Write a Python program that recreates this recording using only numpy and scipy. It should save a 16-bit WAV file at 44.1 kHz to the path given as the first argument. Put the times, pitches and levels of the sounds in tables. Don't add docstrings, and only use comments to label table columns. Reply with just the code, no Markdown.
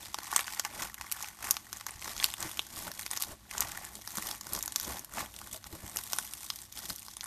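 import sys
import numpy as np
from scipy import signal
from scipy.fft import rfft, irfft
from scipy.io import wavfile

SR = 44100
rng = np.random.default_rng(int(sys.argv[2]) if len(sys.argv) > 2 else 0)


def store_wav(level_fs):
    pcm = np.round(np.clip(np.atleast_2d(level_fs), -1, 1) * 32767)
    wavfile.write(sys.argv[1], SR, pcm.T.astype(np.int16))


N = 320166
T = np.arange(N) / SR
TEAR_SAMPLES = 64


def amp(db):
    return 10 ** (np.asarray(db) / 20)


def unit(x):
    return x / np.sqrt(np.mean(x ** 2) + 1e-18)


def add(out, at_s, x):
    i = max(int(at_s * SR), 0)
    out[i:i + len(x)] += x[:len(out) - i]


def band(x, lo_hz, hi_hz, order=2):
    return signal.sosfilt(signal.butter(order, [lo_hz, hi_hz], "band", fs=SR, output="sos"), x)


def above(x, hz, order=3):
    return signal.sosfilt(signal.butter(order, hz, "high", fs=SR, output="sos"), x)


def colour(x, points, size=2048):
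    hz, db = np.transpose(points)
    grid_hz = np.maximum(np.arange(size // 2 + 1) * SR / size, 1)
    gain = amp(np.interp(np.log(grid_hz), np.log(hz), db))
    cepstrum = irfft(np.log(gain))
    cepstrum[1:size // 2] *= 2
    cepstrum[size // 2 + 1:] = 0
    return signal.fftconvolve(x, irfft(np.exp(rfft(cepstrum))))[:len(x)]


def background(noise_db=-62):
    # (frequency [Hz], gain [dB])
    noise_spectrum = [(20, -16), (55, 2.5), (100, 4.5), (170, -2), (320, -7), (480, -37), (730, -32),
                      (1400, -20), (4000, -12.5), (14000, -16.5)]
    # (frequency [Hz], rms level [dB])
    steady_tones = [(60, -69), (103, -69.5), (209, -72.5), (319, -79)]
    tones = sum(amp(db) * np.sqrt(2) * np.sin(2 * np.pi * (hz * T + rng.random()))
                for hz, db in steady_tones)
    return amp(noise_db) * unit(colour(rng.standard_normal(N), noise_spectrum)) + tones


def room(x, near_db=-12, near_t60_s=0.04, far_db=-19, far_t60_s=0.29):
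    t = T[:SR // 3]
    response = 0
    for db, t60_s in (near_db, near_t60_s), (far_db, far_t60_s):
        tail = rng.standard_normal(len(t)) * amp(-60 * t / t60_s) * (t > .002)
        response = response + amp(db) * tail / np.linalg.norm(tail)
    return x + signal.fftconvolve(x, response)[:N]


def kneading(edge_db=9.5, roundness=1.63):
    # (firmest moment [s], squeeze [s], release [s],
    # crackle level [dB], squelch level [dB], level of the push on the tray [dB])
    presses = [(.03, 0.18, 0.16, -47.5, -56, -60), (.38, 0.17, 0.058, -39.5, -42.5, -66),
               (.56, 0.11, 0.063, -43, -47, -72), (.655, .012, 0.017, -40, -40.5, -69),
               (0.818, 0.11, 0.068, -41, -43.5, -47.5), (1.07, .1, 0.074, -49.5, -52, -68),
               (1.22, 0.084, 0.098, -42, -47, -67), (1.468, 0.064, 0.083, -39, -42, -51),
               (1.64, .06, 0.19, -54.5, -60.5, -66), (1.76, .04, 0.045, -47, -54, -60),
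               (1.91, 0.096, 0.069, -47.5, -51, -67), (2.08, 0.064, 0.093, -41, -47, -52),
               (2.239, 0.084, 0.074, -39.5, -45.5, -52), (2.434, 0.04, 0.048, -40, -41, -44.5),
               (2.55, 0.19, 0.13, -45, -55, -57), (2.81, 0.1, 0.084, -38.5, -48.5, -48.5),
               (2.88, 0.027, 0.029, -64, -46, -45.5), (2.99, 0.077, 0.11, -44, -54, -57.5),
               (3.13, 0.023, .05, -39.5, -45.5, -57), (3.21, 0.017, 0.055, -41, -52, -76),
               (3.315, 0.046, 0.028, -48, -53, -45), (3.6, 0.085, 0.1, -40.5, -42.5, -48.5),
               (3.79, 0.15, .13, -45, -50, -55), (3.98, 0.074, 0.032, -45.5, -64, -54.5),
               (4.18, 0.13, 0.11, -42.5, -52.5, -61), (4.278, 0.11, 0.098, -38, -46.5, -50),
               (4.56, 0.093, 0.053, -41, -51, -45.5), (4.68, 0.18, 0.094, -50, -54, -57.5),
               (4.82, 0.092, 0.1, -41, -52.5, -54.5), (4.888, 0.044, 0.11, -40, -46.5, -44),
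               (5.188, 0.053, 0.065, -38, -42.5, -42.5), (5.43, 0.15, 0.12, -47, -57, -55),
               (5.54, 0.025, 0.031, -43.5, -77, -52.5), (5.666, 0.011, 0.011, -42, -52.5, -52),
               (5.74, 0.046, 0.072, -49.5, -59, -49.5), (5.85, 0.064, 0.077, -48, -54, -52.5),
               (5.98, 0.074, 0.042, -46, -53, -52.5), (6.21, 0.24, .06, -39.5, -51.5, -57.5),
               (6.36, 0.14, 0.26, -45.5, -57, -63), (6.54, 0.2, .13, -49.5, -65.5, -65),
               (6.778, 0.031, 0.042, -40, -52, -56), (6.845, 0.035, 0.025, -40, -52, -53.5),
               (6.902, 0.025, 0.035, -40, -54.5, -48), (7.1, 0.2, 0.086, -48.5, -65, -77),
               (7.23, 0.035, .1, -48, -54, -70)]
    power = amp([[-66], [-68], [-65]]) ** 2
    t = T[::SR // 1000]
    for s, squeeze_s, release_s, *levels_db in presses:
        from_peak = np.maximum((s - t) / squeeze_s, (t - s) / release_s)
        swell_db = -edge_db * np.abs(from_peak) ** roundness
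        power = power + amp(np.array(levels_db)[:, None] + swell_db) ** 2
    return [np.interp(T, t, 10 * np.log10(p)) for p in power]


def tray(push_db, rub_db=-1, rise_s=0.001, ring_hz=318, ring_db=-8, ring_s=0.021, brisk_s=0.017):
    # (frequency [Hz], gain [dB])
    rub_spectrum = [(25, -2), (60, 10), (110, 0.5), (170, 1), (320, 0.5), (430, -6), (700, -13),
                    (1200, -15.5)]
    # (time [s], frequency [Hz], level [dB], decay time [s])
    landings = [(0.081, 77.4, -52, 0.023), (1.001, 61.4, -52, 0.033), (1.951, 59.5, -50, 0.053),
                (2.16, 48.4, -49, 0.064), (2.448, 119, -35, 0.009), (3.6, 55.3, -49, 0.08),
                (3.629, 129, -50, 0.026), (4.176, 206, -38, 0.01), (4.492, 52.3, -49, 0.052),
                (4.545, 230, -44, 0.015), (4.877, 328, -41, 0.011), (5.175, 229, -44.5, 0.026),
                (5.543, 633, -46.5, 0.019), (5.729, 82, -35.5, 0.015), (5.838, 94.5, -39.5, 0.015),
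                (6.908, 152, -45, 0.014)]
    out = amp(push_db + rub_db) * unit(colour(rng.standard_normal(N), rub_spectrum))
    t = T[:SR // 4]
    attack = 1 - np.exp(-t / rise_s)
    ring = amp(ring_db) * np.sin(2 * np.pi * ring_hz * t) * np.exp(-t / ring_s)
    for s, hz, db, decay_s in landings:
        roughness = 0.67 * unit(band(rng.standard_normal(len(t)), hz / 2, 2 * hz))
        thud = np.exp(-t / decay_s) * (np.sin(2 * np.pi * hz * t) + roughness)
        briskness = min(brisk_s / decay_s, 1) ** 2
        add(out, s, amp(db) * attack * (thud + briskness * ring))
    return out


def escaping_air(push_db, level_db=-49, firm_db=-46, steepness=1.41, flutter_db=5.5):
    flutter = amp(flutter_db * unit(band(rng.standard_normal(N), 8.9, 103)))
    air = unit(band(rng.standard_normal(N) * flutter, 520, 1100))
    return air * amp(level_db + steepness * (push_db - firm_db))


def bursts(ring_hz, cycles=1.74, rupture=1.94, scatter=1.28, scatter_s=0.0012, tear=0.66, tear_s=0.0027):
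    size = 600
    t = T[:size]
    hz = np.asarray(ring_hz)[:, None]
    ring = np.sin(2 * np.pi * hz * t) * np.exp(-t * hz / cycles)
    ring /= np.linalg.norm(ring, axis=1, keepdims=True)
    ring[:, 0] += rupture
    ripping, echoes = rng.standard_normal((2, len(hz), size)) ** 3
    ripping *= np.exp(-t / tear_s)
    ripping *= tear / np.linalg.norm(ripping, axis=1, keepdims=True)
    echoes *= np.exp(-t / scatter_s)
    echoes *= scatter / np.linalg.norm(echoes, axis=1, keepdims=True)
    echoes[:, 0] = 1
    growing_tear = ripping[:, TEAR_SAMPLES:0:-1]
    return signal.fftconvolve(ring, np.hstack([growing_tear, echoes]), axes=1)[:, :size]


def shower(per_s, spread_db, lo_hz, hi_hz, range_db, sizes=512):
    # (frequency [Hz], gain [dB])
    crackle_spectrum = [(250, 4.5), (620, -16), (730, 1), (980, 2.5), (1600, 0.5), (1900, 6), (2700, -2.5),
                        (3400, -1), (4900, 0), (6500, 3), (9300, 10.5), (10400, 6), (11500, 10.5),
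                        (14000, 9.5)]
    clicks = bursts(np.geomspace(lo_hz, hi_hz, sizes))
    chance = rng.random(N) * SR / per_s
    bubble = rng.integers(sizes, size=N)
    onsets = np.flatnonzero(chance < 1)
    strength_db = np.minimum(-spread_db * np.log(chance[onsets]), range_db)
    polarity = (-1.) ** onsets
    out = np.zeros(N)
    for i, gain in zip(onsets, polarity * amp(strength_db)):
        add(out, i / SR, gain * clicks[bubble[i]])
    return unit(colour(out, crackle_spectrum))


def crackle(bead_db, wet_db, fizz_db=-6, tick_db=-5, surge_db=3, split_hz=6500):
    # (time [s], level of the fine band over the coarse [dB])
    brightness = [(0, 0.5), (1.45, 2), (2.24, 0), (3.0, 4), (3.6, 0.5), (4.0, 4), (5.2, 2), (5.8, 5.5),
                  (6.85, 3), (7.26, 1.5)]
    pressure = amp(bead_db - np.median(bead_db))
    surge = amp(surge_db * unit(band(rng.standard_normal(N), 8.2, 91)))
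    fizz = shower(3500 * np.sqrt(pressure), 4.96, 990, 14300, range_db=17)
    fizz /= pressure ** 0.25
    ticks = shower(110, 7.5, 1200, 9000, range_db=16) / pressure ** 0.03
    grains = amp(fizz_db) * fizz * surge + amp(tick_db) * ticks
    coarse = unit(band(grains, 3100, split_hz, order=3))
    fine = unit(above(grains, split_hz))
    fine_gain = amp(np.interp(T, *np.transpose(brightness)))
    beads = amp(bead_db) * (coarse + fine_gain * fine) / np.hypot(1, fine_gain)
    pockets = 0.52 * shower(500, 8, 645, 1780, range_db=21)
    squelch = amp(wet_db) * unit(band(grains + pockets, 406, 3200, order=3))
    return beads + squelch


def pops(band_gains_db=(0, -1, -0.26), hollow_db=-13, ring_s=0.00021, pop_samples=290):
    # (time [s], resonance [Hz], body level [dB], crack level [dB], snap level [dB])
    pockets = [(0.1441, 1230, -33, -32.5, -39.5), (0.1865, 1150, -37.5, -37.5, -41),
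               (0.2327, 6030, -58, -50, -40), (.3158, 12000, -55, -44, -39), (0.3277, 1220, -31, -45, -41),
               (0.3622, 8400, -27, -26.5, -19.5), (0.3924, 2210, -31.5, -29.5, -34),
               (0.408, 3970, -50, -37.5, -33), (0.4798, 2340, -36.5, -38, -46),
               (.5239, 7740, -58, -47, -43), (0.5477, 6890, -56, -51, -39),
               (.5963, 6940, -34.5, -29.5, -27), (.6497, 2170, -35.5, -32, -35),
               (0.83, 12550, -43, -44, -45), (0.9433, 12100, -49.5, -44, -41),
               (1.0115, 2010, -39, -38, -42), (1.0436, 1660, -47, -56, -57),
               (1.1154, 12400, -47, -39.5, -33.5), (1.1225, 13200, -46.5, -35, -29),
               (1.2063, 1340, -43, -50, -44), (1.2255, 6400, -56, -48, -33),
               (1.2442, 2160, -46, -39.5, -57), (1.4435, 2150, -50, -40.5, -37),
               (1.5094, 6200, -41.5, -32.5, -14.5), (1.5677, 1560, -36.5, -33.5, -37),
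               (1.7289, 6200, -42.5, -41, -34), (1.7705, 7190, -60, -53, -41),
               (1.8098, 1780, -44, -42, -44), (1.866, 6600, -39, -41.5, -32.5),
               (1.8929, 2450, -43.5, -45, -52), (1.908, 10000, -59, -67, -41),
               (2.023, 2000, -48.5, -40.5, -47), (2.0566, 1540, -42.5, -46, -50),
               (2.078, 2000, -38.5, -41, -45), (2.1998, 3480, -45, -32, -44),
               (2.2271, 1920, -61, -31.5, -59), (2.2424, 4800, -35.5, -21.5, -19),
               (2.26, 13400, -53, -46, -37), (2.302, 4170, -57, -43, -41), (2.339, 3280, -42.5, -35.5, -34),
               (2.4045, 8300, -60, -52, -35.5), (2.4266, 6850, -45, -39, -32.5),
               (2.516, 11500, -62, -52, -44), (2.5932, 3550, -37, -25.5, -37.5),
               (2.9164, 5650, -46, -43, -38), (2.9937, 1870, -43.5, -38, -35),
               (3.0632, 1860, -41, -35.5, -37.5), (3.1126, 9700, -44.5, -42.5, -30.5),
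               (3.1735, 6800, -42.5, -34.5, -36), (3.2228, 12200, -46, -36, -27),
               (3.236, 5680, -43.5, -37, -34), (3.5118, 2070, -46, -39, -41),
               (3.5507, 970, -41.5, -62, -51), (3.5801, 7150, -54, -38.5, -30.5),
               (3.6064, 6900, -48, -40, -21), (3.62, 2180, -36.5, -35.5, -54),
               (3.85, 9300, -65, -51, -39.5), (3.9533, 9800, -55, -58, -41.5),
               (4.0753, 5950, -42.5, -41.5, -36), (4.1711, 6700, -42, -46, -33),
               (4.1834, 860, -36.5, -48, -50), (4.2706, 6500, -60, -47, -33.5),
               (4.312, 6300, -42, -35.5, -37), (4.4108, 6430, -47, -44.5, -38.5),
               (4.4685, 13480, -46, -44.5, -44), (4.5337, 12600, -53, -42, -29.5),
               (4.55, 5560, -41, -38.5, -33.5), (4.5623, 6200, -58, -43, -35),
               (4.5902, 11800, -62, -45, -38), (4.6267, 6800, -64, -46, -29),
               (4.6594, 12000, -60, -48, -34), (4.6784, 6450, -41.5, -41, -33),
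               (4.722, 9040, -53, -44, -38), (4.7599, 6500, -40.5, -30.5, -23),
               (4.7989, 5940, -45, -39, -30.5), (4.8308, 12270, -54, -49, -40),
               (4.9936, 6370, -65, -59, -36), (5.0463, 13310, -56, -50, -42), (5.171, 1260, -41, -47, -56),
               (5.1827, 2170, -36, -36, -54), (5.2057, 2190, -38, -42, -43), (5.364, 9050, -74, -46.5, -45),
               (5.415, 1500, -44.5, -49, -48), (5.5296, 8700, -67, -54, -38),
               (5.642, 5880, -49.5, -46.5, -47), (5.9609, 11800, -42, -53, -35),
               (5.9701, 6200, -64, -37.5, -27), (5.988, 12020, -43.5, -40.5, -40),
               (6.0369, 4830, -65, -48, -37), (6.1325, 6000, -35.5, -32, -26.5),
               (6.186, 10900, -33, -32.5, -28.5), (6.3363, 12100, -52, -41, -37.5),
               (6.502, 5900, -40.5, -30, -34.5), (6.559, 5830, -70, -51, -39),
               (6.6173, 8740, -61, -56, -42.5), (6.7248, 6300, -67, -51, -42),
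               (6.7743, 11330, -53, -41, -54), (6.9032, 5230, -40, -37, -37), (6.9604, 5860, -71, -62, -36),
               (6.9938, 11500, -67, -62, -44), (7.0833, 5970, -47, -46, -49),
               (7.1685, 10700, -51, -45, -40), (7.209, 6200, -53, -37.5, -38.5),
               (7.2415, 10800, -48, -54, -37.5)]
    times, ring_hz, *levels_db = np.transpose(pockets)
    clicks = bursts(ring_hz, cycles=ring_s * ring_hz[:, None], rupture=1.27,
                    scatter=1.0, scatter_s=0.0014, tear=0.1, tear_s=0.00081)
    body = band(clicks, 810, 1680) + amp(hollow_db) * band(clicks, 318, 1180)
    crack = band(clicks, 2310, 5800)
    snap = above(clicks, 7230, order=5)
    shaped = 0
    for part, db, gain_db in zip((body, crack, snap), levels_db, band_gains_db):
        gain = amp(db + gain_db) / part[:, :pop_samples].std(axis=1)
        shaped = shaped + part * gain[:, None]
    out = np.zeros(N)
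    for s, pop in zip(times, shaped):
        add(out, s - TEAR_SAMPLES / SR, pop)
    return out


def scene():
    bead_db, wet_db, push_db = kneading()
    slime = pops() + crackle(bead_db, wet_db) + escaping_air(push_db)
    return (room(slime + tray(push_db)) + background())[None]


def record(dry):
    return signal.sosfilt(signal.butter(24, 13900, fs=SR, output="sos"), dry)


dry = scene()
out = record(dry)
store_wav(out)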